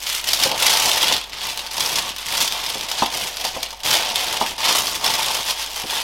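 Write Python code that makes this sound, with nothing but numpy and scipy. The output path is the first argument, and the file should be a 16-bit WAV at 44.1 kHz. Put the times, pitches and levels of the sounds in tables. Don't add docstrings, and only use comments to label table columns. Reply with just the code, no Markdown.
import sys
import numpy as np
from scipy import signal
from scipy.fft import rfft, irfft, next_fast_len
from scipy.io import wavfile
from scipy.ndimage import uniform_filter1d, map_coordinates

SR = 44100
rng = np.random.default_rng(int(sys.argv[2]) if len(sys.argv) > 2 else 0)


def file_out(sig):
    cols = np.atleast_2d(sig).T
    lim = np.clip(cols, -1, 1)
    pcm = np.round(lim * 32767).astype(np.int16)
    wavfile.write(sys.argv[1], SR, pcm)


N = 265923

# [f/Hz, relative level/dB]
PAPER_COLOUR = [(150, -29), (500, -14.5), (1000, -8), (1500, -10), (2000, -7.5), (2600, -4.5), (3400, -0.5),
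                (4000, -4.5), (5000, -3.5), (6000, -6), (7300, -10.5), (10000, -11.5), (13000, -13),
                (16000, -21)]


def facet(pitch_hz, lift_db, octaves):
    def shape_db(hz):
        distance = np.log2((hz + 1) / pitch_hz) / octaves
        return along(PAPER_COLOUR, hz) + lift_db * np.exp(-distance ** 2)
    return shape_db


def crinkle(level_db, crisp_db):
    pace = amp(0.9 * (level_db - level_db.mean()))
    clicks = np.zeros(N)
    for pitch_hz in np.geomspace(1500, 14000, 10):
        share = amp(1.45 * wobble(11))
        impulses = buckles(250 * pace, spread_db=4.5)
        clicks += share * coloured(impulses, facet(pitch_hz, lift_db=11, octaves=0.46))
    hiss = amp(-3.5) * noise(PAPER_COLOUR)
    sheet = unit(clicks / np.sqrt(pace)) + hiss
    clumps = slips(260 * pace ** 0.7, t60=0.022, spread_db=4.5)
    sheet = unit(sheet * clumps) * amp(level_db - 0.27)
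    treble = filtered(sheet, lambda hz: hz ** 4 / (hz ** 4 + 6000 ** 4))
    treble_gain = amp(crisp_db - 1.86) * clumps ** 0.37
    return sheet + (treble_gain - 1) * treble


def buckles(rate, spread_db):
    sizes = amp(spread_db * np.minimum(rng.standard_normal(N), 1.5))
    happens = rng.random(N) < rate / SR
    return happens * sizes * rng.choice([-1, 1], N)


def slips(rate, t60, spread_db):
    t = np.arange(SR // 8) / SR
    flare = (1 - np.exp(-t / 0.0025)) * amp(-120 * t / t60)
    power = np.abs(signal.fftconvolve(buckles(rate, spread_db) ** 2, flare)[:N])
    power = power / power.mean() + 0.73
    return np.sqrt(power / uniform_filter1d(power, SR // 20))


# drawn over the mug and stuffed in, the side gathered, a corner tucked in,
# the last flap pressed down, the bundle twisted shut
# [t/s, rise t/s, length t/s, crinkle level/dB, treble lift level/dB, rubbing level/dB, brushing level/dB]
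HAND_STROKES = [ (0.0, .09, .17, -23, 1.5, -30, -32), (0.222, 0.054, .16, -24.5, 2.5, -11, -19.5),
                (0.383, .045, 0.071, -17, 1, -9, -20), (0.476, .02, .09, -28.5, -5, 1, -11),
                (0.557, 0.064, .42, -16.5, 0, -7.5, -24.5), (0.984, .03, .17, -19, -4, -8.5, -18.5),
                (1.316, .008, .08, -29.5, -11, -22, -27), (1.38, 0.066, .13, -24.5, -2, -10.5, -22),
                (1.555, 0.024, .11, -31, -5, -8, -20), (1.709, 0.085, 0.17, -23, 1.5, -5.5, -16.5),
                (1.877, 0.042, .12, -23, 0, -4, -15.5), (2.022, .02, 0.084, -29.5, -2.5, -4.5, -16),
                (2.165, .03, 0.1, -31.5, -1, -6, -21), (2.246, 0.09, 0.11, -21, -0.5, -8.5, -18),
                (2.356, .05, 0.079, -19, 2, -8, -18.5), (2.487, 0.026, 0.36, -26, -2.5, -7.5, -20),
                (2.86, 0.026, 0.091, -28, -2, -6.5, -23), (2.955, .04, 0.077, -22, -5, -9.5, -19),
                (3.098, .04, 0.17, -24.5, 0, -7, -22.5), (3.28, .02, .07, -33, -2, -10, -19),
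                (3.34, .07, .15, -26.5, -2, -8.5, -19.5), (3.517, .03, 0.14, -31, -4, -6.5, -14.5),
                (3.839, 0.013, .07, -20.5, 0.5, -8, -17), (3.881, .05, 0.075, -16.5, 0, -5.5, -19.5),
                (3.975, .02, .14, -23.5, -4.5, -5.5, -20), (4.13, 0.055, 0.24, -22.5, -2.5, -6, -20.5),
                (4.379, 0.021, .12, -26, -1, -5.5, -16), (4.579, 0.094, 0.13, -16, -3.5, -6.5, -22),
                (4.718, 0.035, 0.07, -19, 3, -4, -16), (4.816, 0.022, 0.15, -26, 1.5, -5, -16.5),
                (5.001, .04, 0.4, -20.5, -1.5, -5, -21), (5.422, 0.057, 0.083, -23, 2, -6, -21),
                (5.555, .035, 0.071, -24.5, -1.5, -9.5, -28), (5.648, 0.018, .08, -33.5, -1, -7, -18),
                (5.723, 0.035, 0.095, -27, 1, -6.5, -26.5), (5.857, .05, 0.14, -22.5, -2, -6.5, -24)]
RISE_DB, SAG_DB_PER_S, RELEASE_DB_PER_S = 11.5, 7, 211.5
HELD_DB, HELD_TREBLE_DB, HELD_RUB_DB, HELD_BRUSH_DB = -45, 1, -43, -58.5


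def handling():
    held = amp([HELD_DB, HELD_DB + HELD_TREBLE_DB, HELD_RUB_DB, HELD_BRUSH_DB]) ** 2
    paper, treble, rubbing, brushing = np.outer(held, np.ones(N))
    t = np.arange(SR) / SR
    for s, rise, length, db, lift_db, rub_db, brush_db in HAND_STROKES:
        swell_db = RISE_DB * np.minimum(t / rise - 1, 0)
        sag_db = SAG_DB_PER_S * np.maximum(t - rise, 0)
        release_db = RELEASE_DB_PER_S * np.maximum(t - length, 0)
        power = amp(db + swell_db - sag_db - release_db) ** 2
        add(paper, s, power)
        add(treble, s, power * amp(lift_db) ** 2)
        add(rubbing, s, power * amp(rub_db) ** 2)
        add(brushing, s, power * amp(brush_db) ** 2)
    return 10 * np.log10([paper, treble / paper, rubbing, brushing])


# [t/s, relative level/dB, pitch f/Hz, relative level of the small clicks around the snap/dB]
FOLD_SNAPS = [(0.2888, -1.5, 5000, 4), (0.3338, 0, 5530, 7.5), (0.4359, 0, 4800, 7), (.516, -5, 4200, 2),
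              (0.6664, -1, 5300, 7), (0.7226, 0, 4200, -9), (.8674, -5, 4500, 3), (0.916, 2, 3600, -4),
              (1.0291, 1.5, 4100, 2.5), (1.082, 0, 3680, 1), (1.125, 3.5, 4500, -1), (1.1663, 0, 3600, -12),
              (1.2405, -13, 3700, -5), (1.2966, -19.5, 3300, 3), (1.5752, -1.5, 4100, -5),
              (1.593, -8, 4000, 2.5), (1.665, -10, 3900, -2), (1.713, -15, 4700, 7),
              (1.8065, -1, 5100, 4.5), (1.861, -2, 4700, 0.5), (1.958, -3, 4600, 4),
              (1.9865, -2, 4200, 2.5), (2.164, -6.5, 3580, -3), (2.184, -11.5, 4100, 3),
              (2.478, -4, 4600, 4), (2.5236, 0, 4200, -5), (2.664, -9.5, 5100, 6), (2.7005, -5.5, 3480, 3),
              (2.811, -3.5, 4240, -6), (2.9154, -5, 6000, 4), (3.0609, -8.5, 3200, 6),
              (3.278, -9.5, 7200, 1), (3.3702, -3.5, 5000, -6), (3.451, -6.5, 4600, 6.5),
              (3.6306, -7, 4700, 7.5), (3.7067, -12, 5100, 1), (3.7305, -19, 4200, 4.5),
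              (3.804, -16, 3190, 1), (3.8349, -6.5, 5100, -2), (4.1582, 0, 3240, 3),
              (4.6554, -3.5, 4000, 1), (4.8706, -3, 4600, 0), (4.9577, -10, 5300, 4), (5.0451, 3, 5000, -4),
              (5.0642, -4, 4370, 7.5), (5.139, -1.5, 4420, 1.5), (5.499, -8, 3800, 7.5),
              (5.5075, -3.5, 5000, 3)]


def snaps():
    lead_s = 0.008
    out = np.zeros(N)
    t = np.arange(-round(lead_s * SR), SR // 12) / SR
    for s, db, pitch_hz, trail_db in FOLD_SNAPS:
        click = coloured(signal.unit_impulse(256), facet(pitch_hz, lift_db=5, octaves=0.5))
        click = click / np.abs(click).max()
        swell_db = np.minimum(60 * t / 0.0092, -60 * t / 0.036)
        run = rng.standard_normal(len(t)) * amp(3.3 * rng.standard_normal(len(t)) + swell_db)
        push = amp(trail_db + 3.0) * run / np.linalg.norm(run)
        push[t == 0] = 1
        add(out, s + t[0], amp(db - 3.5) * np.convolve(push, click))
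    return out


# [t/s, clunk peak level/dB, clunk centre f/Hz, thud peak level/dB], before the room
MUG_KNOCKS = [(0.457, -14.5, 536, -21), (.517, -19, 597, -33), (1.112, -14, 970, -28),
              (1.984, -19, 1010, -38), (2.756, -27, 560, -24.5), (3.0227, -4, 906, -13),
              (3.449, -14.5, 845, -34), (3.565, -18.5, 695, -25.5), (3.728, -28, 880, -48),
              (4.413, -5.5, 960, -19), (4.437, -18.5, 920, -40), (4.707, -15, 1150, -23),
              (5.069, -24, 706, -27), (5.840, -25, 560, -22.5)]
# [f/Hz, relative level/dB, t60/s]
MUG_MODES = [(528, -2.5, 0.065), (669, -6, 0.072), (742, -8, .1), (800, 0.5, 0.051), (903, -6, 0.095),
             (991, 0.5, 0.035), (1030, -8.5, 0.021), (1196, -3, 0.041), (1360, -18, 0.077)]
# [f/Hz, relative level/dB, t60/s]
BENCH_MODES = [(128, -12, 0.065), (179, -8, 0.08), (234, -2.5, 0.1), (284, -0.5, 0.08), (345, -1.5, 0.077),
               (426, 4.5, 0.051)]


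def knocks():
    out = np.zeros(N)
    t = np.arange(SR // 3) / SR
    for s, db, centre_hz, thud_db in MUG_KNOCKS:
        modes = []
        for hz, level, t60 in MUG_MODES:
            contact_db = 20 * np.log10(focus(hz, centre_hz, depth_db=12.5))
            modes.append((hz, level + contact_db, t60))
        clunk = amp(db) * ring(modes, t, attack=0.0011)
        thud = amp(thud_db) * ring(BENCH_MODES, t, attack=0.0011)
        blow = clunk + thud
        add(out, s, blow)
        add(out, s + 0.0061, signal.fftconvolve(blow, reflections(wet_db=-14.5, near_db=-25.0)))
    return out


def ring(modes, t, attack):
    tone = np.zeros(len(t))
    for hz, db, t60 in modes:
        detune, size, phase = rng.standard_normal(3)
        cycles = hz * (1 + 0.015 * detune) * t + 0.06 * phase
        tone += amp(db + 1.5 * size - 60 * t / t60) * np.sin(2 * np.pi * cycles)
    tone = tone * (1 - np.exp(-t / attack))
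    return tone / np.abs(tone).max()


# [f/Hz, width f/Hz, relative level/dB]
HOLLOW_MODES = [(560, 230, -3), (746.5, 52, 1), (882.4, 42, 3.5), (1114, 247, -4.5)]
# [t/s, f/Hz where it answers most]
POCKET_CENTRE = [(0, 930), (.45, 807), (.65, 915), (.8, 800), (1.2, 890), (1.7, 870), (2, 1070),
                 (2.4, 1070), (2.8, 940), (3.2, 686), (3.7, 770), (4, 800), (4.4, 820), (4.68, 1110),
                 (4.85, 1110), (5.1, 1000), (6, 880)]


def hollow(level_db):
    centre_hz, = curves(POCKET_CENTRE)
    drive = unit(buckles(900, spread_db=11.0)) + 0.59 * rng.standard_normal(N)
    air = np.zeros(N)
    for k, (hz, width, db) in enumerate(HOLLOW_MODES):
        mode = filtered(drive, lambda f: 1j * f * width / (hz * hz - f * f + 1j * f * width))
        sign = (-1) ** k
        air += sign * amp(db) * focus(hz, centre_hz, depth_db=7.5) * mode
    return amp(level_db - 2.5) * unit(air)


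def focus(hz, centre_hz, depth_db):
    return amp(-depth_db * np.abs(np.log2(hz / centre_hz)))


# [f/Hz, relative level/dB]
RUB_COLOUR = [(25, -19), (90, -1), (200, -0.5), (400, -0.5), (700, -3.5), (1500, -39)]


def brush(level_db):
    return amp(level_db - 0.5 + 2.34 * wobble(25)) * noise(RUB_COLOUR)


def workshop(x, wet_db, near_db, size):
    out = x.copy()
    for start in range(0, N, size):
        add(out, start / SR, signal.fftconvolve(x[start:start + size], reflections(wet_db, near_db)))
    return out


# [f/Hz, t60/s]
WORKSHOP_DECAY = [(150, 0.2), (1000, 0.47), (4000, 0.35), (14000, 0.04)]


def reflections(wet_db, near_db):
    hz, t, z = signal.stft(rng.standard_normal(SR // 4), SR, nperseg=256)
    decay = amp(-60 * t / along(WORKSHOP_DECAY, hz)[:, None])
    tail = signal.istft(z * decay, SR, nperseg=256)[1]
    t = np.arange(len(tail)) / SR
    near = rng.standard_normal(len(t)) * amp(-60 * t / 0.057) * (t > 0.001)
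    return amp(wet_db) * tail / np.linalg.norm(tail) + amp(near_db) * near / np.linalg.norm(near)


# [f/Hz, relative level/dB]
AIR_COLOUR = [(20, 10), (60, 1), (150, -4), (800, -17), (3000, 1), (16000, -58)]


def background():
    hum = np.sqrt(2) * np.sin(2 * np.pi * 50 * np.arange(N) / SR)
    return amp(-50.5 + 0.5 * wobble(4.7)) * hum + amp(-49) * noise(AIR_COLOUR)


def amp(db):
    return 10 ** (np.asarray(db) / 20)


def unit(x):
    return x / np.sqrt(np.mean(x ** 2) + 1e-20)


def along(points, hz):
    f, v = np.transpose(points)
    return np.interp(np.log(hz + 1), np.log(f), v)


def curves(rows):
    s, *cols = np.transpose(rows)
    return [np.interp(np.arange(N) / SR, s, c) for c in cols]


def wobble(rate):
    knots = rng.standard_normal(N // 10)
    return unit(map_coordinates(knots, [np.arange(N) * rate / SR], order=2, mode="wrap"))


def filtered(x, response):
    size = next_fast_len(len(x) + SR // 10, True)
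    return irfft(rfft(x, size) * response(np.fft.rfftfreq(size, 1 / SR)), size)[:len(x)]


def coloured(x, shape, size=1024):
    cepstrum = irfft(np.log(amp(shape(np.fft.rfftfreq(size, 1 / SR)))))
    cepstrum[1:size // 2] *= 2
    cepstrum[size // 2 + 1:] = 0
    return signal.oaconvolve(x, irfft(np.exp(rfft(cepstrum))))[:len(x)]


def noise(spectrum):
    return unit(filtered(rng.standard_normal(N), lambda hz: amp(along(spectrum, hz))))


def add(track, s, sound):
    part = track[max(0, round(s * SR)):][:len(sound)]
    part += sound[:len(part)]


def scene():
    level_db, crisp_db, rub_db, brush_db = handling()
    paper = workshop(crinkle(level_db, crisp_db) + snaps(), wet_db=-10, near_db=-8, size=768)
    return (paper + knocks() + hollow(rub_db) + brush(brush_db) + background())[None]


TOP_HZ = 16100


def record(dry):
    return filtered(np.clip(dry[0], -1, 1), lambda hz: hz < TOP_HZ)[None]


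dry = scene()
out = record(dry)
file_out(out)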